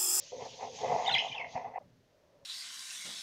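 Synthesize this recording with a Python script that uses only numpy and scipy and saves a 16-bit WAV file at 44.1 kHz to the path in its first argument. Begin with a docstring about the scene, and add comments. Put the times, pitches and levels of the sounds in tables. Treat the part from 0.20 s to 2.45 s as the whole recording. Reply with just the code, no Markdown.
"""In a quiet room a budgerigar in a wire cage gives one fast warbling call; a fainter one trails after it.
The call is a run of short gliding whistles with weak overtones and a faint reverberant tail.
A hand shifts on the phone: slips and knocks excite damped resonances of the case, which rubs and rings dully.
A broad hiss of coloured noise swells and fades; faint resonant rustling comes before and after,
and at last only that and the steady room air are left."""
import sys
import numpy as np
from scipy import signal
from scipy.io import wavfile
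from scipy.ndimage import uniform_filter1d

SR = 44100
rng = np.random.default_rng(int(sys.argv[2]) if len(sys.argv) > 2 else 0)


def boost(x):
    """Linear amplitude factor 10**(x/20) for a level x in decibels (scalar or array-like)."""
    u = np.asarray(x, float) / 20
    return 10 ** u


def inscribe(sig):
    """Save sig as 16-bit PCM at rate SR to the path in sys.argv[1].

    A 1-D sig is mono; a 2-D sig holds one channel per row.
    Samples are clipped to [-1, 1] before scaling.
    """
    pcm = np.round(np.clip(np.atleast_2d(sig).T, -1, 1) * 32767)
    wavfile.write(sys.argv[1], SR, pcm.astype(np.int16))


N = 99225  # samples, 2.25 s


def unit_rms(x):
    """Normalisation: scales a signal to a root mean square of 1."""
    return x / np.sqrt(np.mean(x ** 2) + 1e-20)


def read(points, hz):
    """Spectral interpolation: reads a table of points on a logarithmic frequency axis."""
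    f, value = np.transpose(points)
    return np.interp(np.log(hz + 1), np.log(f + 1), value)


def envelope(s, db, smoothing):
    """Amplitude modulation: a gain from levels linear in dB, -120 dB outside, averaged over some samples."""
    level_db = np.interp(np.arange(N) / SR, s, db, left=-120, right=-120)
    return uniform_filter1d(boost(level_db), size=smoothing)


def add(mix, s, sound):
    """Superposition: adds a sound into the mix from time s on."""
    part = mix[round(s * SR):][:len(sound)]
    part += sound[:len(part)]


def resonate(x, hz, pole_width):
    """Heterodyne resonance of movable centre: shift down to zero, smooth three times, shift back."""
    turn = np.exp(2j * np.pi * np.cumsum(hz * np.ones(len(x))) / SR)
    r = np.exp(-np.pi * pole_width / SR)
    low = x / turn
    for _ in range(3):
        low = signal.lfilter([1 - r], [1, -r], low)
    return 2 * (turn * low).real / np.sqrt(pole_width)


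def rings(x, modes):
    """Modal superposition: sums the responses of several resonances to one excitation."""
    # three equal poles in a row are about half as wide as one, hence the doubling
    return sum(boost(db) * resonate(x, hz, 2 * width) for hz, width, db in modes)


def noise(colour, patchy_db, extra_db=0):
    """Short-time spectral synthesis: random spectra with drifting patches; extra_db is f(Hz, s) or 0."""
    frames, hz = N // 128 + 5, np.fft.rfftfreq(512, 1 / SR)[:, None]
    real, imaginary, patches = rng.standard_normal((frames, 257, 3)).T
    patches = uniform_filter1d(patches, size=6, axis=0)
    patches = unit_rms(uniform_filter1d(patches, size=12, axis=1))
    z = (real + 1j * imaginary) * boost(read(colour, hz) + patchy_db * patches)
    # the rms is taken before extra_db, so that its levels survive
    scale = np.sqrt(np.mean(signal.istft(z, nperseg=512, noverlap=384)[1] ** 2))
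    if extra_db:
        z = z * boost(extra_db(hz, np.arange(frames) * 128 / SR))
    return signal.istft(z, nperseg=512, noverlap=384)[1][:N] / scale


# spectrum of the steady background: f/Hz, relative density level/dB
AIR_COLOUR = [(20, -22.5), (90, -1.5), (235, -12.5), (400, -1), (605, -8), (1100, -18), (1850, -15),
              (2300, -18.5), (6300, -22), (7300, -29.5), (9000, -33.5), (15400, -34)]
AIR_DB = -71  # overall rms level


def room_air():
    """Stationary coloured noise: faint room air and circuit noise."""
    return boost(AIR_DB) * noise(AIR_COLOUR, patchy_db=0.0)


# dull rustle, one list before and one after: t/s, dull level/dB, dull ring f/Hz, bass level/dB
RUSTLE = [
    [(0.0, -63.5, 515, -63), (0.074, -63.5, 640, -76), (0.1, -76, 565, -74), (0.12, -58, 540, -74)],
    [(1.6, -58, 607.7, -67.5), (1.66, -70, 570, -63.5), (1.8, -91, 585, -69), (1.92, -73.5, 615, -81.5),
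     (2.25, -65.5, 569, -69.5)],
]
# fixed resonance above the dull ring: f/Hz, width/Hz, relative level/dB
RUSTLE_UPPER = [(930, 360, -9)]
# low resonances: f/Hz, width/Hz, relative level/dB
RUSTLE_BASS = [(139, 88, 0), (240, 44, -6)]
RUSTLE_WIDTH_HZ = 85


def rustle():
    """Resonant filtering of noise: a dull, drifting ring and low fixed ones."""
    t, out = np.arange(N) / SR, np.zeros(N)
    for rows in RUSTLE:
        s, dull_db, ring_hz, bass_db = np.transpose(rows)
        source = rng.standard_normal(N)
        dull = resonate(source, np.interp(t, s, ring_hz), 2 * RUSTLE_WIDTH_HZ)
        dull = dull + rings(source, RUSTLE_UPPER)
        bass = rings(rng.standard_normal(N), RUSTLE_BASS)
        for x, level_db in ((dull, dull_db), (bass, bass_db)):
            out += unit_rms(x) * envelope(s, level_db, 200)
    return out


# course of the hiss: t/s, level/dB before a common lift of 4.5 dB, extra level below 3.3 kHz/dB
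HISS = [(0.0, -58.5, 0), (0.094, -58, -1.5), (0.174, -62, 1), (0.248, -57, 1), (0.51, -59.5, 0.5),
        (0.569, -55, 2.5), (0.838, -56, -1), (0.942, -61, -1), (0.946, -60, 5), (1.068, -58, 0),
        (1.248, -72.5, -4.5), (1.326, -60, -1), (1.62, -93.5, 0)]
# its spectrum: f/Hz, relative density level/dB
HISS_COLOUR = [(900, -53), (1370, -24.5), (1700, -18), (2030, -12), (2480, -10), (3330, -4), (3800, -6),
               (5440, -6.5), (6500, -3), (7000, -12), (7650, -25), (8600, -38.5), (10200, -36.5),
               (11500, -45), (14000, -46.5), (15500, -65.5)]
PATCHY_DB = 2  # rms depth of the patches
# above TOP_HZ the hiss gains TOP_GROWTH dB more per dB of level over HISS_LOUD_DB, and loses it below
TOP_HZ, TOP_GROWTH, HISS_LOUD_DB = 6260, 0.88, -58


def hiss():
    """Time-varying coloured noise: level and spectral tilt drift, and the treble opens with strength."""
    s, db, tilt_db = np.transpose(HISS)

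    def course(hz, t):
        """Level modulation: gain in dB by frequency and time."""
        level = np.interp(t, s, db, right=-120) + 4.5
        tilt = np.interp(t, s, tilt_db) * np.clip((4800 - hz) / 1500, 0, 1)
        over_db = np.interp(t, s, db) - HISS_LOUD_DB
        top = TOP_GROWTH * over_db * np.clip((hz - TOP_HZ) / 800, 0, 1)
        return level + tilt + top

    return noise(HISS_COLOUR, PATCHY_DB, course)


SLIPS_PER_S, SLIP_SPREAD_DB, CLUMP_DB = 4000, 1.5, 2  # mean rate, exponential spread, rms of clumping


def slips():
    """Stick-slip friction as a random impulse train: clumped slips of skin on plastic."""
    clumps = unit_rms(uniform_filter1d(rng.standard_normal(N), size=300))
    size = boost(SLIP_SPREAD_DB * np.minimum(rng.exponential(1, N), 4) + CLUMP_DB * clumps)
    happens = rng.random(N) < SLIPS_PER_S / SR
    return size * happens * rng.choice([-1., 1.], N)


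# rubbing hand: t/s, main level/dB, main ring f/Hz, lower level/dB, bass level/dB, upper level re main/dB
HAND = [(0.119, -50.5, 734, -44, -70, -30), (0.183, -56, 737, -47.5, -54.5, -12),
        (0.225, -42.5, 752, -48.5, -64, -14), (0.27, -44, 752, -45.5, -59, -19),
        (0.296, -59.5, 750, -58, -64, -23), (0.372, -60, 745, -55.5, -68, -35),
        (0.409, -41, 773, -55, -72, -14), (0.445, -39.5, 771, -43.5, -54, -16),
        (0.474, -43.5, 771, -51, -62, -23), (0.5, -57, 770, -49.5, -59, -19),
        (0.572, -58.5, 769, -54, -60, -26), (0.596, -44, 769, -57, -61, -27),
        (0.613, -45, 760, -45.5, -56.5, -16), (0.639, -33.5, 740, -35, -52.5, -18),
        (0.675, -39, 742, -40, -49.5, -12.5), (0.729, -30, 709, -36, -53.5, -20),
        (0.761, -34.5, 708, -46.5, -49.5, -19), (0.843, -35.5, 752, -49, -60.5, -15),
        (0.941, -37.5, 792, -52, -50, -11), (0.981, -44.5, 766, -55, -57, -11),
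        (1.067, -40.5, 759, -55, -66, -24), (1.121, -53, 766, -67.5, -52.5, -6.5),
        (1.141, -49, 793, -60, -71, -5), (1.219, -41.5, 724, -53.5, -62, -21),
        (1.325, -55, 727, -67, -62.5, -31), (1.359, -39, 742, -70, -65, -8),
        (1.379, -38.5, 732, -53, -54.5, -13), (1.437, -49.5, 764, -59.5, -69, -15.5),
        (1.457, -43, 765, -54.5, -54.5, -18.5), (1.531, -50.5, 754, -58.5, -66, -20),
        (1.559, -50.5, 768, -57.5, -87, -5), (1.585, -37.5, 773, -54, -81, -23.5)]
# resonances of the case, fixed ones beside the moving main ring: f/Hz, width/Hz, relative level/dB
MAIN = [(709.3, 42, -3.5), (834.2, 189, 4)]
LOWER = [(506, 61.7, 2), (459.2, 41, -6)]
BASS = [(125.5, 54, -0.5), (249.3, 29, -1.5), (84.04, 82, -2.5)]
UPPER = [(1795, 83, -7.5), (2036, 190, 1), (2500, 250, -3.5)]
MAIN_WIDTH_HZ = 70.7  # of the moving ring


def rubbing():
    """Friction-excited modal vibration: slips ring the case, and the grip shifts the main ring."""
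    t = np.arange(N) / SR
    s, main_db, ring_hz, lower_db, bass_db, upper_db = np.transpose(HAND)
    friction = slips()
    main = rings(friction, MAIN) + resonate(friction, np.interp(t, s, ring_hz), 2 * MAIN_WIDTH_HZ)
    layers = [(main, main_db), (rings(slips(), LOWER), lower_db),
              (rings(slips(), BASS), bass_db), (rings(friction, UPPER), main_db + upper_db)]
    return sum(unit_rms(x) * envelope(s, db, 90) for x, db in layers)


# knocks: t/s, main ring peak level/dB, lower ring peak level/dB, bass thump peak level/dB
KNOCKS = [(0.118, -51, -70, -59), (0.218, -40.5, -39, -45.5), (0.469, -42.5, -73, -72),
          (0.632, -32, -37, -53), (0.692, -31, -43.5, -39.5), (0.722, -27, -33, -40.5),
          (0.759, -26, -34, -58), (1.347, -55, -52, -38), (1.3595, -28.5, -59, -60),
          (1.456, -40.5, -51.5, -54), (1.443, -36, -63, -65.5), (1.536, -40, -62, -61),
          (1.5565, -30, -69.5, -75), (1.573, -40, -59, -70), (1.616, -55.5, -61, -68)]
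KNOCK_S = 0.00048  # time for the soft push to reach its peak
KNOCK_UPPER_DB, KNOCK_UPPER_HZ = -19, 2029  # upper ring: level re main, frequency


def knocks():
    """Impact excitation: an impulse rings the upper modes, a rounded push the lower ones."""
    out = np.zeros(N)
    s, _, ring_hz, *_ = np.transpose(HAND)
    u = np.arange(4096) / SR / KNOCK_S
    soft = [rings(u * np.exp(-u), modes) for modes in (LOWER, BASS)]
    for start, db, lower_db, thump_db in KNOCKS:
        frequencies = (np.interp(start, s, ring_hz), KNOCK_UPPER_HZ)
        sharp = [resonate(u == 0, hz, 2 * MAIN_WIDTH_HZ) for hz in frequencies]
        levels = (db, db + KNOCK_UPPER_DB, lower_db, thump_db)
        for blow, level_db in zip(sharp + soft, levels):
            add(out, start, boost(level_db) * blow / abs(blow).max())
    return out


# reverberation of the room: f/Hz, decay time by 60 dB t60/s
ROOM = [(1500, 0.2), (2500, .33), (4000, 0.33), (6000, 0.15), (11000, 0.1)]
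ROOM_DB = -9  # energy of the tail against the direct sound


def room(x):
    """Statistical reverberation: sparse taps of random sign, each band decaying at its own rate."""
    taps = np.zeros(SR)
    at = np.arange(300, SR - 20, 20)
    taps[at + rng.integers(0, 20, len(at))] = rng.choice([-1., 1.], len(at))
    hz, t, z = signal.stft(taps, SR, nperseg=256)
    decay = boost(-60 * t / read(ROOM, hz)[:, None])
    tail = signal.istft(z * decay, SR, nperseg=256)[1]
    return boost(ROOM_DB) * signal.fftconvolve(x, tail / np.linalg.norm(tail))[:N]


# whistled notes: start t/s, length t/s, first f/Hz, last f/Hz, level/dB
NOTES = [(.845, 0.012, 3600, 2800, -42.5), (.858, 0.014, 1940, 2285, -38), (.860, .005, 2780, 3240, -31.5),
         (0.852, .007, 5000, 4140, -46.5), (.860, 0.0045, 5700, 4330, -43),
         (0.863, 0.018, 3536, 3755, -30.5), (0.876, .011, 3756, 3610, -26.5),
         (0.885, 0.014, 2470, 1495, -32.5), (0.887, 0.019, 3887, 2640, -29),
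         (0.895, 0.022, 1430, 1470, -39), (.907, .011, 3600, 3606, -32.5),
         (.913, 0.0073, 2586, 2900, -30.5), (0.916, 0.03, 4250, 3775, -31),
         (0.938, 0.013, 3488, 3105, -20.5), (0.946, 0.015, 3045, 2910, -29), (0.948, .008, 2798, 1944, -24),
         (.949, .028, 2008, 2157, -25), (.975, .004, 1700, 2085, -30.5), (0.979, 0.0092, 2266, 2775, -25),
         (0.986, 0.0093, 3000, 3170, -23.5), (.993, 0.0053, 2820, 2990, -23),
         (0.998, .0055, 2977, 3435, -24.5), (1.078, 0.013, 3110, 3860, -41.5),
         (1.091, 0.012, 3273, 2780, -38.5), (1.111, 0.016, 2370, 2430, -39.5),
         (1.12, 0.017, 3183, 2844, -36), (1.144, 0.017, 3810, 2720, -39), (1.158, 0.011, 2610, 2830, -39.5),
         (1.176, 0.013, 2847, 2350, -34), (1.192, 0.019, 2210, 2210, -37.5),
         (1.206, 0.013, 2263, 2046, -35), (1.212, 0.026, 2181, 2073, -41),
         (1.243, 0.006, 2130, 2100, -36.5)]
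# second harmonic, by the frequency where it falls: f/Hz, level re fundamental of a LOUD_DB note/dB
OCTAVE = [(3000, -49), (4200, -24), (5200, -12.5), (6200, -43), (7400, -21.5), (8300, -33)]
# third harmonic, likewise: f/Hz, level/dB
HIGHER = [(6000, -44), (8300, -51.5), (9600, -43.5), (10300, -53.5), (11100, -36.5), (12500, -67.5)]
OVERTONE_GROWTH, LOUD_DB = 0.7, -25  # overtones gain this many dB more per dB of note level
EDGE, LEAN = .4, 1.1  # share of a note in each of swell and fade; above 1 it peaks a little late
WOBBLE, RASP, OVERTONE_RASP = .017, .14, .7  # rms share: pitch unsteadiness, flutter of strength


def birds():
    """Frequency modulation: each note is a gliding, slightly unsteady whistle with weak harmonics."""
    out = np.zeros(N)
    shake = unit_rms(resonate(rng.standard_normal(N), 0, 1100))
    rasp = unit_rms(resonate(rng.standard_normal(N), 0, 900))
    for start, length, first_hz, last_hz, db in NOTES:
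        u = np.arange(0, length, 1 / SR) / length
        span = slice(round(start * SR), round(start * SR) + len(u))
        hz = (first_hz + (last_hz - first_hz) * u) * (1 + WOBBLE * shake[span])
        phase = 2 * np.pi * np.cumsum(hz) / SR
        overtones = 0
        for k, table in ((2, OCTAVE), (3, HIGHER)):
            overtone_db = read(table, k * hz) + OVERTONE_GROWTH * (db - LOUD_DB)
            overtones = overtones + boost(overtone_db) * np.sin(k * phase)
        tone = (1 + RASP * rasp[span]) * np.sin(phase) + (1 + OVERTONE_RASP * rasp[span]) * overtones
        late = u ** LEAN
        swell = np.sin(np.pi / 2 * np.clip(np.minimum(late, 1 - late) / EDGE, 0, 1)) ** 2
        add(out, start, boost(db) * swell * tone)
    return out


def scene():
    """Linear superposition: rustle, hiss, hand, and the bird heard directly and through the room."""
    bird = birds()
    return (rustle() + hiss() + rubbing() + knocks() + bird + room(bird))[None]


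def band_limit(x):
    """A steep low-pass at the top of the band."""
    return signal.sosfilt(signal.butter(12, 15500, fs=SR, output="sos"), x)


def record(dry):
    """High-pass filtering: the microphone cuts the deep bass; then the steady background is added."""
    low_cut = signal.butter(3, 76, "high", fs=SR, output="sos")  # Hz
    mix = signal.sosfilt(low_cut, dry) + room_air()
    return band_limit(mix)


dry = scene()
out = record(dry)
inscribe(out)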